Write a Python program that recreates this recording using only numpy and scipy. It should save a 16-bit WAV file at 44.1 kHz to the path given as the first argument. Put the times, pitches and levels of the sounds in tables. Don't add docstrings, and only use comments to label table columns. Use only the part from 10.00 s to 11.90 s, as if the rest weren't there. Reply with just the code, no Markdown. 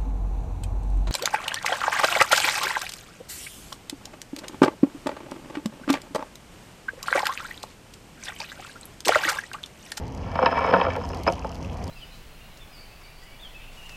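import sys
import numpy as np
from scipy import signal
from scipy.io import wavfile

SR = 44100
rng = np.random.default_rng(int(sys.argv[2]) if len(sys.argv) > 2 else 0)


def dump(signal):
    limited = np.clip(np.atleast_2d(signal).T, -1, 1)
    pcm = np.round(limited * 32767).astype(np.int16)
    wavfile.write(sys.argv[1], SR, pcm)


def convert_level_to_amplitude(level_db):
    exponent = np.asarray(level_db, float) / 20
    return 10 ** exponent


N = 83790


def rms_one(x):
    return x / np.sqrt(np.mean(x ** 2) + 1e-20)


def in_time(rows):
    seconds, *columns = np.transpose(rows)
    return [np.interp(np.arange(N) / SR, seconds, column) for column in columns]


def drift(rate):
    pole = np.exp(-80 * np.pi * rate / SR)
    noise = rng.standard_normal(N // 40 + 2002)
    slow = signal.lfilter([1], [1, -2 * pole, pole * pole], noise)[2000:]
    return np.interp(np.arange(N) / 40, np.arange(len(slow)), rms_one(slow - slow.mean()))


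def resonance(x, hz, width_hz):
    r = np.exp(-np.pi * width_hz / SR)
    feedback = [1, -2 * r * np.cos(2 * np.pi * hz / SR), r * r]
    return signal.lfilter([(1 - r * r) / 2, 0, (r * r - 1) / 2], feedback, x + 1e-18)


def bright(x, low_hz, high_hz):
    return signal.sosfilt(signal.butter(2, [low_hz, high_hz], "band", fs=SR, output="sos"), x)


def body(x, modes):
    norm = np.sqrt(sum(convert_level_to_amplitude(2 * db) * np.pi * width / SR for hz, width, db in modes))
    rung = 0
    for k, (hz, width, db) in enumerate(modes):
        rung = rung + (-1) ** k * convert_level_to_amplitude(db) * resonance(x, hz, width)
    lowpass = signal.butter(6, 1.13 * modes[-1][0], fs=SR, output="sos")
    return signal.sosfilt(lowpass, rung / norm)


def grains(rate, spread_db):
    size = convert_level_to_amplitude(spread_db * np.minimum(rng.exponential(1, N), 4)) * rng.choice([-1, 1], N)
    return size * (rng.random(N) < rate / SR)


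# frequency in Hz, width in Hz, level in dB.
DEEP_MODES = [(185, 96, -15), (288, 83, -14), (432, 120, -12), (530.6, 41.4, -0.5), (678, 30, -2.5)]
LOW_MODES = [(763, 82, -2.5), (936, 38, 3), (1058, 90, -1.5), (1320, 200, -3.5), (1428, 190, -6)]
MID_MODES = [(1736, 104, 3), (2290, 74, 2), (2430, 183, -7), (2610, 74, -3), (3050, 315, -9.5),
             (3853, 39, -13), (4260, 270, -36)]
HIGH_MODES = [(4890, 120, -36), (5150, 120, 9), (5440, 380, -6.5), (6000, 220, -14)]
# start in seconds, rubbing level in dB, thin ring of the fitting in dB.
HAUL_PULL = [
    (0.2, -48.5, -60.5),
    (0.34, -36.5, -46),
    (0.45, -29, -38),
    (0.65, -24.5, -36.5),
    (0.85, -27.5, -39.5),
    (0.95, -36, -47.5),
    (1.1, -57, -65),
]


def rubbing():
    low_db, ring_db = in_time([(0, -80, -90), *HAUL_PULL, (1.2, -80, -90)])
    rub = rms_one(grains(500, 1)) * convert_level_to_amplitude(-drift(41))
    fine = rms_one(grains(500, 1)) * convert_level_to_amplitude(2.2 * drift(35)) + 0.5 * rub
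    thin = body(fine, MID_MODES) + convert_level_to_amplitude(-15.5) * body(fine, HIGH_MODES)
    full = body(rub, LOW_MODES) - convert_level_to_amplitude(-4) * body(rub, DEEP_MODES)
    return convert_level_to_amplitude(low_db - 0.5) * full + convert_level_to_amplitude(ring_db + 0.5) * thin


# start in seconds, peak level
# in dB, then the deep, mid and high rings in dB relative to that peak.
LINE_JOLTS = [(0.356, -17, -3, -11, -24), (0.39, -9, -9.5, -18.5, -45), (0.417, -18.5, 2, -12.5, -40),
              (0.428, -8, -7, -18.5, -28.5), (0.448, -17.5, -12, -17, -23), (0.461, -6.5, -11.5, -7, -16),
              (0.515, -31, 8, -26, -9), (0.525, -15.5, -8.5, -19, -20), (0.578, -14.5, -14.5, -14, -34),
              (0.487, -22, -9, -15, -28), (0.591, -13, -12, -24, -24), (0.609, -20, -9, -11.5, -25),
              (0.627, -30, -17, -6, -14), (0.645, -14.5, -10, -29, -31), (0.652, -23.5, -6, -27, -30),
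              (0.69, -20.5, 1.5, -8.5, -23), (0.712, -18.5, -1.5, -13, -27), (0.727, -20, -1.5, -6, -25),
              (0.783, -24.5, 3, -4, -21), (0.921, -34, -11, 1, -25), (0.934, -33, -5, -2, -24),
              (0.675, -21.5, 0.5, -5.5, -27), (0.734, -14.5, -2.5, -21.5, -38), (0.739, -6, -9.5, -11, -51),
              (0.763, -16, -1.5, -8, -40), (0.8, -14, -11, -11.5, -33), (0.814, -11, -10, -6.5, -42),
              (0.838, -28, -19, -5, -8), (0.851, -15, -5.5, -11, -37), (0.866, -16.5, -2.5, -15, -29),
              (0.884, -19.5, -12, -21, -42), (0.904, -34.5, -3, 8.5, -9), (0.954, -21.5, -13.5, -9, -33),
              (0.965, -27.5, 1.5, -5.5, -21),
              (1.012, -27.5, -26, -16, -18), (1.038, -28, -26, -12, -10.5), (1.051, -41, -12, -6, -3),
                   (1.102, -28, -3, -12, -14), (1.133, -31.5, -1.5, -12, -10),
                   (1.267, -14.5, -9, -11.5, -34), (1.277, -9.5, -5, -11.5, -11),
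                   (1.284, -16.5, -7.5, -8, -10), (1.297, -33, 10, -30, -12), (1.323, -35, -0.5, -8, -12),
                   (1.398, -33.5, -22, -31, -27), (1.446, -20.5, -5.5, -19, -28),
                   (1.504, -31.5, -6, -30, -24)]


def jolts():
    rows = np.array(LINE_JOLTS)
    t, out = np.arange(4000) / SR, np.zeros(N + 5000)
    rise_s, fall_s, tail_s, lead_s, deep_lag_s = 0.0006, 0.0022, 0.014, 0.0022, 0.00098
    pressing = (1 - np.exp(-t / rise_s)) * (np.exp(-t / fall_s) + convert_level_to_amplitude(-14) * np.exp(-t / tail_s))
    rough = 0.5 * pressing * rng.standard_normal((len(rows), len(t)))
    force = rough + 2.15 * (np.arange(len(t)) == 30) * np.sign(rough[:, 30:31])
    # modes, level in dB, lag in seconds, damping time in seconds
    parts = [(LOW_MODES, 0, 0, 1),
             (DEEP_MODES, rows[:, 2] + 3.5, deep_lag_s, 1),
             (MID_MODES, rows[:, 3] + 2.5, 0, 0.035),
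             (HIGH_MODES, rows[:, 4] - 1.5, 0, 0.012)]
    for modes, part_db, lag_s, damp_s in parts:
        rings = body(force * np.exp(-t / damp_s), modes)
        peaks = convert_level_to_amplitude(rows[:, 1] + part_db) / np.abs(rings).max(axis=1)
        for start, peak, ring in zip(rows[:, 0], peaks, rings):
            out[int((start - lead_s + lag_s) * SR):][:len(t)] += peak * ring
    return out[:N]


# start in seconds, peak level in dB, pitch in Hz, time to decay by 60 dB in seconds.
HOLLOW_RINGS = [(0.425, -27, 513, 0.15), (0.742, -27.5, 185, 0.25), (0.746, -23, 547, 0.1),
                (0.741, -19.5, 1029, 0.038), (0.864, -35, 563, 0.07), (0.885, -19.5, 526, 0.044),
                (0.966, -33, 845, 0.11), (0.98, -26.5, 484, 0.092), (1.272, -26, 232, 0.088),
                (1.289, -27, 338, 0.065), (1.318, -30.5, 715, 0.11), (1.447, -26.5, 884, 0.065)]


def hollow():
    t, out = np.arange(N) / SR, 0
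    rise_s = 0.0023
    for start, db, hz, t60 in HOLLOW_RINGS:
        age = np.maximum(t - start, 0)
        envelope = convert_level_to_amplitude(db + 6.5 - 60 * age / t60) * (1 - np.exp(-age / rise_s))
        out = out + envelope * np.sin(2 * np.pi * hz * age)
    return out


# time in seconds, level in dB, pitch in Hz.
SHEAVE_SQUEAL = [
    (0.56, -44, 2330),
    (0.6, -34.5, 2325),
    (0.622, -44, 2310),
    (0.648, -25.5, 2240),
    (0.667, -40, 2200),
    (0.685, -32, 2240),
    (0.7, -46, 2320),
]


def squeal():
    first, last = SHEAVE_SQUEAL[0], SHEAVE_SQUEAL[-1]
    before = (first[0] - 0.03, -90, first[2])
    after = (last[0] + 0.03, -90, last[2])
    db, hz = in_time([before, *SHEAVE_SQUEAL, after])
    phase = 2 * np.pi * np.cumsum(hz * (1 + 0.004 * drift(28))) / SR
    return np.sqrt(2) * convert_level_to_amplitude(db - 4.5 + 0.91 * drift(50)) * np.sin(phase)


# start in seconds, peak level in dB, pitch in Hz, tick level in dB over the peak.
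DROPLETS = [(0.0795, -35.5, 4200, -31), (0.1223, -39, 6000, -25), (0.1485, -36, 5960, -27),
            (0.176, -37.5, 4500, -30), (0.316, -36, 5040, -12), (0.3578, -37, 5200, -22),
            (0.9632, -29.5, 4400, -3), (1.0898, -29, 5000, -23), (1.1478, -29, 4600, -19),
            (1.172, -32, 4650, -27), (1.235, -29, 4310, 9), (1.3229, -28, 5440, -29),
            (1.3354, -30, 4340, -31), (1.4696, -36, 4960, -21), (1.517, -35, 5130, -24),
            (1.546, -37.5, 4960, -1), (1.5548, -30, 4100, -26), (1.6324, -54, 4800, -20),
            (1.6455, -43, 6600, -25), (1.8412, -30, 4890, -37), (1.878, -32, 4730, -20)]


def droplets():
    t, splats, ticks = np.arange(900) / SR, np.zeros(N + 900), np.zeros(N + 900)
    splat_s, tick_s = 0.0016, 0.0004
    noises = rng.standard_normal((len(DROPLETS), len(t)))
    for (start, db, hz, tick_db), noise in zip(DROPLETS, noises):
        i = int(start * SR)
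        splat = resonance(noise * np.exp(-t / splat_s), 0.98 * hz, hz / 4)
        splats[i:i + len(t)] += convert_level_to_amplitude(db - 2) * splat / np.abs(splat).max()
        ticks[i:i + len(t)] += convert_level_to_amplitude(db + tick_db - 14) * noise * np.exp(-t / tick_s)
    return (splats + bright(ticks, 4600, 16000))[:N]


# start in seconds, peak level in dB, pitch in Hz.
DEEP_BUBBLES = [
    (0.2333, -39, 2660),
    (1.1334, -29, 2650),
    (1.3324, -30, 2830),
    (1.34, -35, 3000),
    (1.424, -32, 2520),
    (1.525, -33, 2740),
    (1.647, -31, 2530),
    (1.828, -44, 2700),
]


def bubbles():
    out = np.zeros(N + 900)
    for start, db, hz in DEEP_BUBBLES:
        cycles = np.arange(900) / SR * hz
        tone = np.sin(2 * np.pi * cycles * (1 + 0.01 * cycles / 2))
        decay = np.exp(-np.log(1000) * cycles / 32)
        out[int(start * SR):][:900] += convert_level_to_amplitude(db) * tone * decay * (1 - np.exp(-cycles / 0.5))
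    return out[:N]


# start in seconds, peak level in dB.
FOAM_SNAPS = [(0.0787, -37), (0.1221, -42), (0.1486, -50), (0.3032, -42), (0.3586, -42), (0.4579, -27),
              (0.8799, -49), (0.9448, -45), (0.9627, -36), (1.0879, -49), (1.1473, -24), (1.2037, -39),
              (1.2346, -15), (1.3229, -45), (1.3798, -43), (1.4691, -45), (1.492, -44), (1.5179, -61),
              (1.5479, -36), (1.5923, -40), (1.6367, -35), (1.6447, -42), (1.7414, -75), (1.8262, -43),
              (1.8402, -48), (1.8771, -44)]


def snaps():
    t, out = np.arange(300) / SR, np.zeros(N + 300)
    noise = rng.standard_normal((len(FOAM_SNAPS), len(t)))
    puffs = bright(noise * np.exp(-t / 0.00013), 4200, 15000)
    for (start, db), puff in zip(FOAM_SNAPS, puffs):
        out[int(start * SR):][:len(t)] += convert_level_to_amplitude(db - 19) * puff / np.abs(puff).max()
    return out[:N]


# low edge of the band in Hz, level in dB.
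FOAM_TICKS = [(2300, 14), (4300, 12), (5500, -10), (8500, -12), (10000, -16)]


def spray():
    clicks = grains(1300 * convert_level_to_amplitude(3 * drift(15)), 3.2)
    dealt = rng.integers(0, 24, N)
    fizz = 0
    for k, hz in enumerate(np.geomspace(2200, 14000, 24)):
        tilt_db = -8 * np.log2(hz / 6000)
        fizz = fizz + convert_level_to_amplitude(tilt_db) * resonance(clicks * (dealt == k), hz, 2.2 * hz / 7)
    ticks_per_s = 90
    shared = grains(ticks_per_s / 2, 2.5)
    ticks = 0
    for hz, db in FOAM_TICKS:
        ticks = ticks + convert_level_to_amplitude(db) * rms_one(bright(shared + grains(ticks_per_s, 4.2), hz, 1.5 * hz))
    hiss = rms_one(bright(rng.standard_normal(N), 8000, 16000)) * convert_level_to_amplitude(1.2 * drift(25))
    return convert_level_to_amplitude(11) * rms_one(fizz) + ticks + convert_level_to_amplitude(-7) * hiss


def banded_noise(spectrum, patchy_db, rate, grit):
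    hz, db = np.transpose(spectrum)
    out, together = 0, drift(rate / 3)
    white = rng.standard_normal((2, N + SR))
    specks = [rms_one(grains(260 * convert_level_to_amplitude(4 * drift(12)), 3.5)) for _ in range(3)]
    edges = 20 * 2 ** np.arange(0, 9.7, 1 / 3)
    for k, (low, high) in enumerate(zip(edges, edges[1:])):
        source = white[k % 2].copy()
        share = grit * (low > 1900)
        source[SR:] = np.sqrt(1 - share) * source[SR:] + np.sqrt(share) * specks[k // 2 % 3]
        band = bright(source, low, high)[SR:]
        level_db = np.interp(np.log(low * high) / 2, np.log(hz), db, left=-90, right=-90)
        out = out + band * convert_level_to_amplitude(level_db + patchy_db * (0.6 * together + drift(rate)))
    return rms_one(out)


# time in seconds, level in dB.
WAKE_LEVEL = [
    (0, -67.5),
    (.2, -67.5),
    (.4, -65.5),
    (.92, -65),
    (1.05, -62.5),
    (1.3, -61),
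    (1.55, -64),
    (1.75, -62.5),
    (1.9, -61.5),
]
# frequency in Hz, spectrum level in dB per Hz.
WASH_SPECTRUM = [(180, -16), (300, -2), (561, -2), (860, -0.5), (1480, -20.5), (2680, -16.5), (3720, -27.5),
                 (6400, -30), (9000, -83), (11700, -64), (19800, -120)]


def wake():
    wake_db, = in_time(WAKE_LEVEL)
    wash_db = -43.5 + 3 + 0.52 * (wake_db - wake_db.mean())
    wash = convert_level_to_amplitude(wash_db) * banded_noise(WASH_SPECTRUM, patchy_db=1.8, rate=16, grit=0.6)
    return convert_level_to_amplitude(wake_db - 8) * spray() + wash


# frequency in Hz, spectrum level in dB per Hz.
WIND_SPECTRUM = [(12, -46), (20, -15), (81, 2.5), (118, -7.5), (177, -6.5), (269, -14.5), (348, -36.5),
                 (500, -10), (650, -52), (1100, -120)]


def wind():
    return convert_level_to_amplitude(-33 - 2.5) * banded_noise(WIND_SPECTRUM, patchy_db=2.0, rate=4.8, grit=0)


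def hum():
    phase = 2 * np.pi * np.cumsum(87.34 * (1 + 0.0019 * drift(0.93))) / SR
    out = 0
    for multiple, db in ((1, -43), (2, -48), (3, -46.5)):
        level = np.sqrt(2) * convert_level_to_amplitude(db + 2.5 * drift(4.6))
        out = out + level * np.sin(multiple * phase + rng.uniform(0, 2 * np.pi))
    return out


def scene():
    line = rubbing() + jolts() + hollow() + squeal()
    water = droplets() + bubbles() + snaps() + wake()
    return (line + water + wind() + hum())[None]


def band_limit(x):
    return signal.sosfilt(signal.butter(12, 15460, fs=SR, output="sos"), x)


def record(dry):
    cased = dry - 0.6 * resonance(dry, 3630, 430)
    top_cut = signal.cheby2(10, 40, 14500 + 900, fs=SR, output="sos")
    mix = signal.sosfilt(top_cut, cased)
    return band_limit(mix)


dry = scene()
out = record(dry)
dump(out)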